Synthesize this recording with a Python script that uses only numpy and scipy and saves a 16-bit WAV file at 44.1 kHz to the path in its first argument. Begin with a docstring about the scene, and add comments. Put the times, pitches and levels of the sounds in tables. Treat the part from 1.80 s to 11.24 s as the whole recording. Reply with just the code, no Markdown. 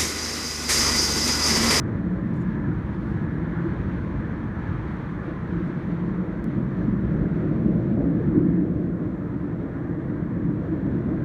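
"""Fighter jets roar far above an airfield, climbing in formation, heard from a phone at head height.
Exhaust turbulence makes the roar, a rumble below it and a growl, rush and rasp above; moving air makes
them flutter and the ground echo combs the low end. Hollow booms ring in the roar, which swells to one
sharp surge, then eases. Behind it: two turbine whines, faint scuffs, a tiny click and microphone hiss."""
import sys
import numpy as np
from scipy import signal
from scipy.fft import rfft, irfft
from scipy.io import wavfile
from scipy.ndimage import uniform_filter1d

SR = 44100
rng = np.random.default_rng(int(sys.argv[2]) if len(sys.argv) > 2 else 0)


def store_wav(level_fs):
    """Save 16-bit WAV to argv[1]."""
    pcm = np.round(np.clip(np.atleast_2d(level_fs), -1, 1) * 32767)
    wavfile.write(sys.argv[1], SR, pcm.T.astype(np.int16))


N = 416304
TIME = np.arange(N) / SR


def undb(db):
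    """Decibels to gain."""
    return 10 ** (np.asarray(db) / 20)


def unit(x):
    """Scale to rms 1."""
    return x / np.sqrt(np.mean(x ** 2))


def curve(table):
    """Rows of (time_s, value), interpolated per sample."""
    return np.interp(TIME, *np.transpose(table))


def bell(time_s, sigma_s):
    """Gaussian envelope, peak 1."""
    return np.exp(-.5 * ((TIME - time_s) / sigma_s) ** 2)


def bumps_db(table):
    """Sum of bell-shaped level changes."""
    return sum(change_db * bell(time_s, sigma_s) for time_s, sigma_s, change_db in table)


def noise(spectrum, size=N):
    """Noise shaped by (freq_hz, level_db) points, falling off past both ends; rms 1."""
    hz, db = np.transpose(spectrum)
    bins_hz = np.maximum(np.fft.rfftfreq(size, 1 / SR), 1)
    skirts = np.minimum(bins_hz / hz[0], 1) ** 2 * np.minimum(hz[-1] / bins_hz, 1) ** 2
    gain = undb(np.interp(np.log(bins_hz), np.log(hz), db))
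    return unit(irfft(rfft(rng.standard_normal(size)) * skirts * gain, size))


def drift(rate_hz):
    """Smoothed random steps; rms 1."""
    hold = max(int(SR / rate_hz), 1)
    steps = rng.standard_normal(N)[np.arange(N) // hold]
    return unit(uniform_filter1d(uniform_filter1d(steps, hold), hold))


def steady(x, window_s):
    """Level out slow swells, keep the fast grain; rms near 1."""
    width = max(int(window_s * SR), 64)
    power = uniform_filter1d(uniform_filter1d(x ** 2, width), width)
    return x / np.sqrt(np.maximum(power, 1e-12))


def narrow_band(pitch_hz, sidebands, window_s):
    """Steady noise around a moving pitch; sidebands are (offset_hz, level_db)."""
    phase = 2 * np.pi * np.cumsum(pitch_hz) / SR
    return steady(noise(sidebands) * np.cos(phase) + noise(sidebands) * np.sin(phase), window_s)


# Noise floor: freq_hz, level_db
HISS_SPECTRUM = [(1000, 2), (6000, 6), (9000, 2.5), (11000, -2), (16000, -2.5)]

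def microphone_hiss():
    """Faint, constant self-noise."""
    return undb(-78) * noise(HISS_SPECTRUM)


# Faint scuffs: time_s, level_db, sigma_s, centre_hz, width_hz
SCUFFS = [(.542, -62, .0012, 4200, 900), (.568, -71, .014, 7200, 6500), (.615, -68.5, .013, 7000, 2000)]

def scuffs():
    """Soft, short puffs of treble noise."""
    out = np.zeros(N)
    for time_s, level_db, sigma_s, hz, width_hz in SCUFFS:
        spectrum = [(2500, -20), (hz - width_hz / 2, -9), (hz, 0), (hz + width_hz / 2, -9), (15500, -22)]
        out += undb(level_db) * bell(time_s, sigma_s) * noise(spectrum)
    return out


def click(start_s=4.643, peak_db=-31):
    """One tiny impulse, gone within a few samples."""
    impulse = np.zeros(N)
    impulse[int(start_s * SR)] = undb(peak_db)
    return signal.lfilter([1], [1, -.55], impulse)


def whine(pitch_hz, sag_hz_per_s=4, waver_hz=12):
    """Blade tone of one receding jet, smeared into a slowly sinking band."""
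    glide_hz = pitch_hz - sag_hz_per_s * TIME + waver_hz * drift(7)
    return narrow_band(glide_hz, [(5, 4), (26, 0.5), (80, -16), (260, -34)], window_s=.08)


# Air briefly carries the whine through: time_s, sigma_s, rise_db
WHINE_SWELLS = [(.72, .055, 9.5), (.85, .04, 8.5), (1.55, .13, 6.5), (1.83, .06, 8), (2.7, .2, 5),
                (2.885, .025, 13), (5.03, .04, 12)]

def turbines(base_db=-57.5, fade_db_per_s=1.5):
    """Two whines, close in pitch, swell together and fade with distance."""
    level_db = base_db - fade_db_per_s * TIME + bumps_db(WHINE_SWELLS)
    return (whine(pitch_hz=1726) + undb(-4) * whine(pitch_hz=1640)) * undb(level_db)


# Exhaust hiss: freq_hz, level_db
GUST_SPECTRUM = [(2500, 0), (3400, 2.5), (5000, -6), (7000, -12), (9000, -15.5), (14000, -25.5)]
# Flares: time_s, level_db, sigma_s
GUSTS = [(1.15, -72, .015), (1.3, -67.5, .1), (2.0, -76, .03), (3.14, -69, .07), (3.46, -74, .012),
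         (3.87, -68, .04), (4.04, -73, .03), (5.04, -74, .035)]

def gusts():
    """Brief flares of fine exhaust hiss."""
    envelope = sum(undb(level_db) * bell(time_s, sigma_s) for time_s, level_db, sigma_s in GUSTS)
    return noise(GUST_SPECTRUM) * envelope


# Ground echo delay, wandering near 6 ms: time_s, lag_ms
GROUND_LAG = [(0, 6.1), (4, 6.01), (6.5, 5.86), (7.6, 6.3), (9.44, 6.02)]

def plume(spectrum, echo_gain, window_s, flutter_db, flutter_hz):
    """One band of exhaust turbulence, combed by the ground echo and fluttered by moving air."""
    direct = noise(spectrum)
    echo = np.interp(TIME - curve(GROUND_LAG) / 1000, TIME, direct)
    return steady(direct + echo_gain * echo, window_s) * undb(flutter_db * drift(flutter_hz))


# Exhaust treble: freq_hz, level_db
RASP_SPECTRUM = [(1500, -11.5), (2050, 3.5), (2350, -0.5), (2800, -9), (3400, -9.5), (4400, -16.5),
                 (4900, -25.5), (5400, -24.5), (6200, -24), (7800, -36), (10000, -38.5), (15000, -43)]
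# Rasp envelope: time_s, level_db
RASP_LEVEL = [(0, -59), (.4, -59.5), (.6, -57), (1.0, -57), (1.3, -57), (1.55, -56.5), (1.95, -55.5),
              (2.4, -56), (2.85, -55), (3.15, -55), (3.55, -55.5), (3.95, -55.5), (4.35, -57), (5.75, -59),
              (6.5, -61), (6.85, -64), (7.7, -62.5), (9.44, -60.5)]

def rasp():
    """Top of the exhaust noise, mostly absorbed by the long air path."""
    eddies = plume(RASP_SPECTRUM, echo_gain=.07, window_s=.15, flutter_db=.8, flutter_hz=20)
    return eddies * undb(curve(RASP_LEVEL))


def swirl(x, depth_db, rate_hz, band_count=13):
    """Turbulent air fades neighbouring midrange bands independently; rms 1."""
    bins_hz, spectrum = np.fft.rfftfreq(N, 1 / SR), rfft(x)
    centres_hz = np.geomspace(700, 2400, band_count)
    bands = (irfft(spectrum * np.interp(bins_hz, centres_hz, row), N) for row in np.eye(band_count))
    return unit(sum(band * undb(depth_db * drift(rate_hz)) for band in bands))


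# Exhaust midrange: freq_hz, level_db
RUSH_SPECTRUM = [(350, -24), (600, -9.5), (800, -2.5), (980, 1), (1250, -1), (1500, -1.5), (1740, -2.5),
                 (1900, -5), (2150, -14.5), (2500, -34), (3500, -48)]
# Rush envelope: time_s, level_db
RUSH_LEVEL = [(0, -43), (0.45, -46), (0.8, -43.5), (1.1, -43.5), (1.75, -42.5), (2.2, -44), (3.4, -42),
              (3.7, -43), (3.98, -43.5), (4.3, -45), (5.55, -45.5), (6.05, -48.5), (6.55, -47), (6.95, -50),
              (7.95, -46.5), (8.7, -48), (9.44, -46)]

def rush():
    """Fine turbulence near the nozzles."""
    eddies = plume(RUSH_SPECTRUM, echo_gain=.015, window_s=.19, flutter_db=.5, flutter_hz=16)
    return swirl(eddies, depth_db=1.55, rate_hz=11) * undb(curve(RUSH_LEVEL))


def swoosh(span_s=(6.2, 6.49), glide_hz=(590, 400), peak_db=-37):
    """A narrow band swells and slides down just before the biggest surge."""
    pitch_hz = np.interp(TIME, span_s, glide_hz)
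    progress = np.interp(TIME, span_s, (0, 1))
    band = narrow_band(pitch_hz, [(3, 0), (45, -6), (150, -30)], window_s=.037)
    return band * np.sin(np.pi * progress ** 2) * undb(peak_db)


def follow_roar(base_db, db_per_db, turn_db, turn_s=(4.8, 5.66), roar_ref_db=-26.5):
    """Gain that tracks the roar and rises as the nozzles turn towards the listener."""
    turn = np.interp(TIME, turn_s, (0, 1))
    return undb(base_db + db_per_db * (curve(ROAR_LEVEL) - roar_ref_db) + turn_db * turn)


# Exhaust low midrange: freq_hz, level_db
GROWL_SPECTRUM = [(300, -15), (400, 1), (450, 0.5), (520, -3.5), (600, -3.5), (655, -8), (720, -12),
                  (1100, -37.5)]

def growl():
    """Smaller eddies, swelling with the roar."""
    eddies = plume(GROWL_SPECTRUM, echo_gain=.11, window_s=.09, flutter_db=1.75, flutter_hz=18)
    return eddies * follow_roar(base_db=-42, db_per_db=.5, turn_db=2.5)


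# Exhaust deep bass and bass: freq_hz, level_db
DEEP_SPECTRUM = [(15, -32.5), (26, -21.5), (38, -13), (48, -1.5), (60, 3), (72, -8), (100, -34.5)]
BASS_SPECTRUM = [(45, -22), (62, -5.5), (72, 7), (95, 4.5), (112, 2.5), (128, -12.5), (200, -45)]
# Their envelopes: time_s, level_db
DEEP_LEVEL = [(0, -44), (.3, -39.5), (1.3, -39), (1.95, -41), (2.3, -35.5), (2.7, -42), (2.95, -38),
              (3.5, -44), (3.8, -39), (4, -46), (4.5, -39), (4.85, -41), (5.3, -31.5), (5.7, -42),
              (6.4, -39.5), (6.8, -43), (7.75, -46), (8.4, -43), (9.44, -44)]
BASS_LEVEL = [(0, -29), (.3, -35), (.7, -38), (.95, -31), (1.15, -36), (1.4, -31), (1.65, -37.5),
              (2, -30.5), (2.7, -35), (2.95, -29.5), (3.2, -36), (3.5, -39), (3.8, -35), (3.93, -45),
              (4.1, -38), (4.35, -41), (5.2, -34), (6.3, -34), (6.5, -31.5), (6.75, -35), (7.2, -36.5),
              (7.8, -38), (9.44, -33)]

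def rumble():
    """Large eddies in two bands, with a strong ground echo."""
    deep = plume(DEEP_SPECTRUM, echo_gain=.58, window_s=.25, flutter_db=1.6, flutter_hz=18)
    bass = plume(BASS_SPECTRUM, echo_gain=.63, window_s=.12, flutter_db=1, flutter_hz=19)
    return deep * undb(curve(DEEP_LEVEL)) + bass * undb(curve(BASS_LEVEL))


# Hollow band: centre_ratio, level_db
RING_SPECTRUM = [(.86, -29.5), (.95, -6.5), (1, -1), (1.05, -6), (1.15, -28), (1.7, -58)]

def ring(centre_hz):
    """One narrow band of the roar; rms near 1."""
    return steady(noise([(centre_hz * ratio, db) for ratio, db in RING_SPECTRUM]), window_s=.1)


# Booms in the roar: time_s, sigma_s, relative_db, centre_hz
BOOMS = [(.29, .065, 7, 177), (.66, .04, 2, 178), (1.56, .08, 1, 172), (1.77, .06, 6, 171),
         (3.76, .08, 5, 174), (4.1, .08, 2, 178), (4.36, .12, 4, 181), (5.05, .08, -1, 174),
         (5.45, .12, -1, 170), (5.86, .05, 1, 220), (6.24, .05, 1, 270), (6.3, .05, 0, 171),
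         (6.59, .05, 5, 174), (6.77, .05, 2, 292), (7.15, .1, 2, 172), (7.8, .35, -5, 168)]

def booms(drone_hz=172.8, drone_db=-10):
    """Hollow bands swell briefly over a constant drone."""
    drone = undb(drone_db) * ring(drone_hz)
    return drone + sum(undb(db) * bell(time_s, sigma_s) * ring(hz) for time_s, sigma_s, db, hz in BOOMS)


# Surge band: centre_ratio, level_db
SURGE_SPECTRUM = [(.44, -23.5), (.71, 1), (.96, -7), (1.17, -1), (1.35, 3), (1.6, -24.5), (2.8, -49.5),
                  (8, -85)]
# Focused bursts: start_s, level_db, rise_s, hold_s, decay_s, centre_hz
SURGES = [(.5, -26, .01, .012, .01, 150), (.875, -28, .012, .02, .015, 240),
          (1.83, -28.5, .015, .04, .02, 245), (2.866, -28.5, .01, .09, .03, 110),
          (5.056, -24, .01, .015, .012, 190), (6.19, -28, .02, .1, .03, 215),
          (6.544, -14.6, .018, .022, .014, 245), (6.602, -19.8, .008, .09, .045, 245),
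          (6.738, -21.8, .008, .06, .03, 240), (6.885, -27, .008, .015, .015, 235),
          (6.955, -21.5, .008, .008, .008, 110), (7.07, -25.5, .01, .015, .015, 235),
          (7.19, -27, .01, .04, .02, 235), (8.275, -27.5, .01, .02, .015, 235),
          (8.638, -25, .015, .045, .035, 240), (8.9, -28, .008, .05, .02, 240),
          (9.042, -22.5, .014, .012, .035, 225), (9.255, -29.5, .012, .05, .02, 240)]

def surges():
    """The air briefly focuses the roar: fast rise, hold, exponential decay."""
    out, age_s = np.zeros(N + SR), np.arange(SR) / SR
    for start_s, level_db, rise_s, hold_s, decay_s, centre_hz in SURGES:
        attack = np.minimum(age_s / rise_s, 1)
        decay = np.exp(-np.maximum(age_s - rise_s - hold_s, 0) / decay_s)
        band = noise([(centre_hz * ratio, db) for ratio, db in SURGE_SPECTRUM], size=SR)
        start = int(start_s * SR)
        out[start:start + SR] += undb(level_db) * attack * decay * steady(band, window_s=.014)
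    return out[:N]


# Roar body and upper band: freq_hz, level_db
ROAR_SPECTRUM = [(88, -24.5), (118, -2), (135, -1), (170, -3.5), (200, -1), (232, 0), (275, -12.5),
                 (380, -42)]
UPPER_SPECTRUM = [(200, -18.5), (255, 2), (288, 3), (335, -.5), (362, -4), (400, -11), (450, -27.5),
                  (700, -52)]
# Body envelope: time_s, level_db
ROAR_LEVEL = [(0, -27.5), (0.29, -24.5), (.45, -26.5), (0.85, -27), (1.05, -29.5), (1.55, -26.5),
              (1.95, -28), (2.65, -31.5), (3.2, -31.5), (3.55, -32.5), (3.75, -27), (4.35, -27),
              (4.6, -25.5), (4.9, -26), (5.85, -23.5), (6.45, -23.5), (6.7, -23.5), (7.2, -29),
              (7.45, -30.5), (8.3, -29), (9.44, -26.5)]
# Brief dips in both bands: time_s, sigma_s, change_db
LULLS = [(.04, .08, -2.5), (.37, .022, -3), (4.02, .025, -4), (4.57, .025, -3), (7.36, .05, -2),
         (7.93, .025, -3.5), (8.85, .03, -3), (9.22, .016, -5)]

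def roar(throb_db=1.19, throb_hz=14):
    """Main exhaust turbulence: a throbbing body with booms, brightening as the nozzles turn."""
    body = plume(ROAR_SPECTRUM, echo_gain=.34, window_s=.31, flutter_db=-.04, flutter_hz=26)
    body = steady(body + booms(), window_s=.1)
    body *= undb(curve(ROAR_LEVEL) + throb_db * drift(throb_hz))
    upper = plume(UPPER_SPECTRUM, echo_gain=.45, window_s=.26, flutter_db=1.02, flutter_hz=18)
    upper *= follow_roar(base_db=-34, db_per_db=.62, turn_db=4)
    return (body + upper) * undb(bumps_db(LULLS))


def scene():
    """Jets, faint scuffs, one tiny click and hiss; mono."""
    exhaust = rumble() + roar() + growl() + rush() + rasp()
    jets = exhaust + turbines() + surges() + swoosh() + gusts()
    return (jets + scuffs() + click() + microphone_hiss())[None]


def record(dry):
    """The phone's steep low-pass."""
    cutoff_hz = 15750
    return signal.sosfilt(signal.ellip(10, .1, 80, cutoff_hz, fs=SR, output="sos"), dry)


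dry = scene()
out = record(dry)
store_wav(out)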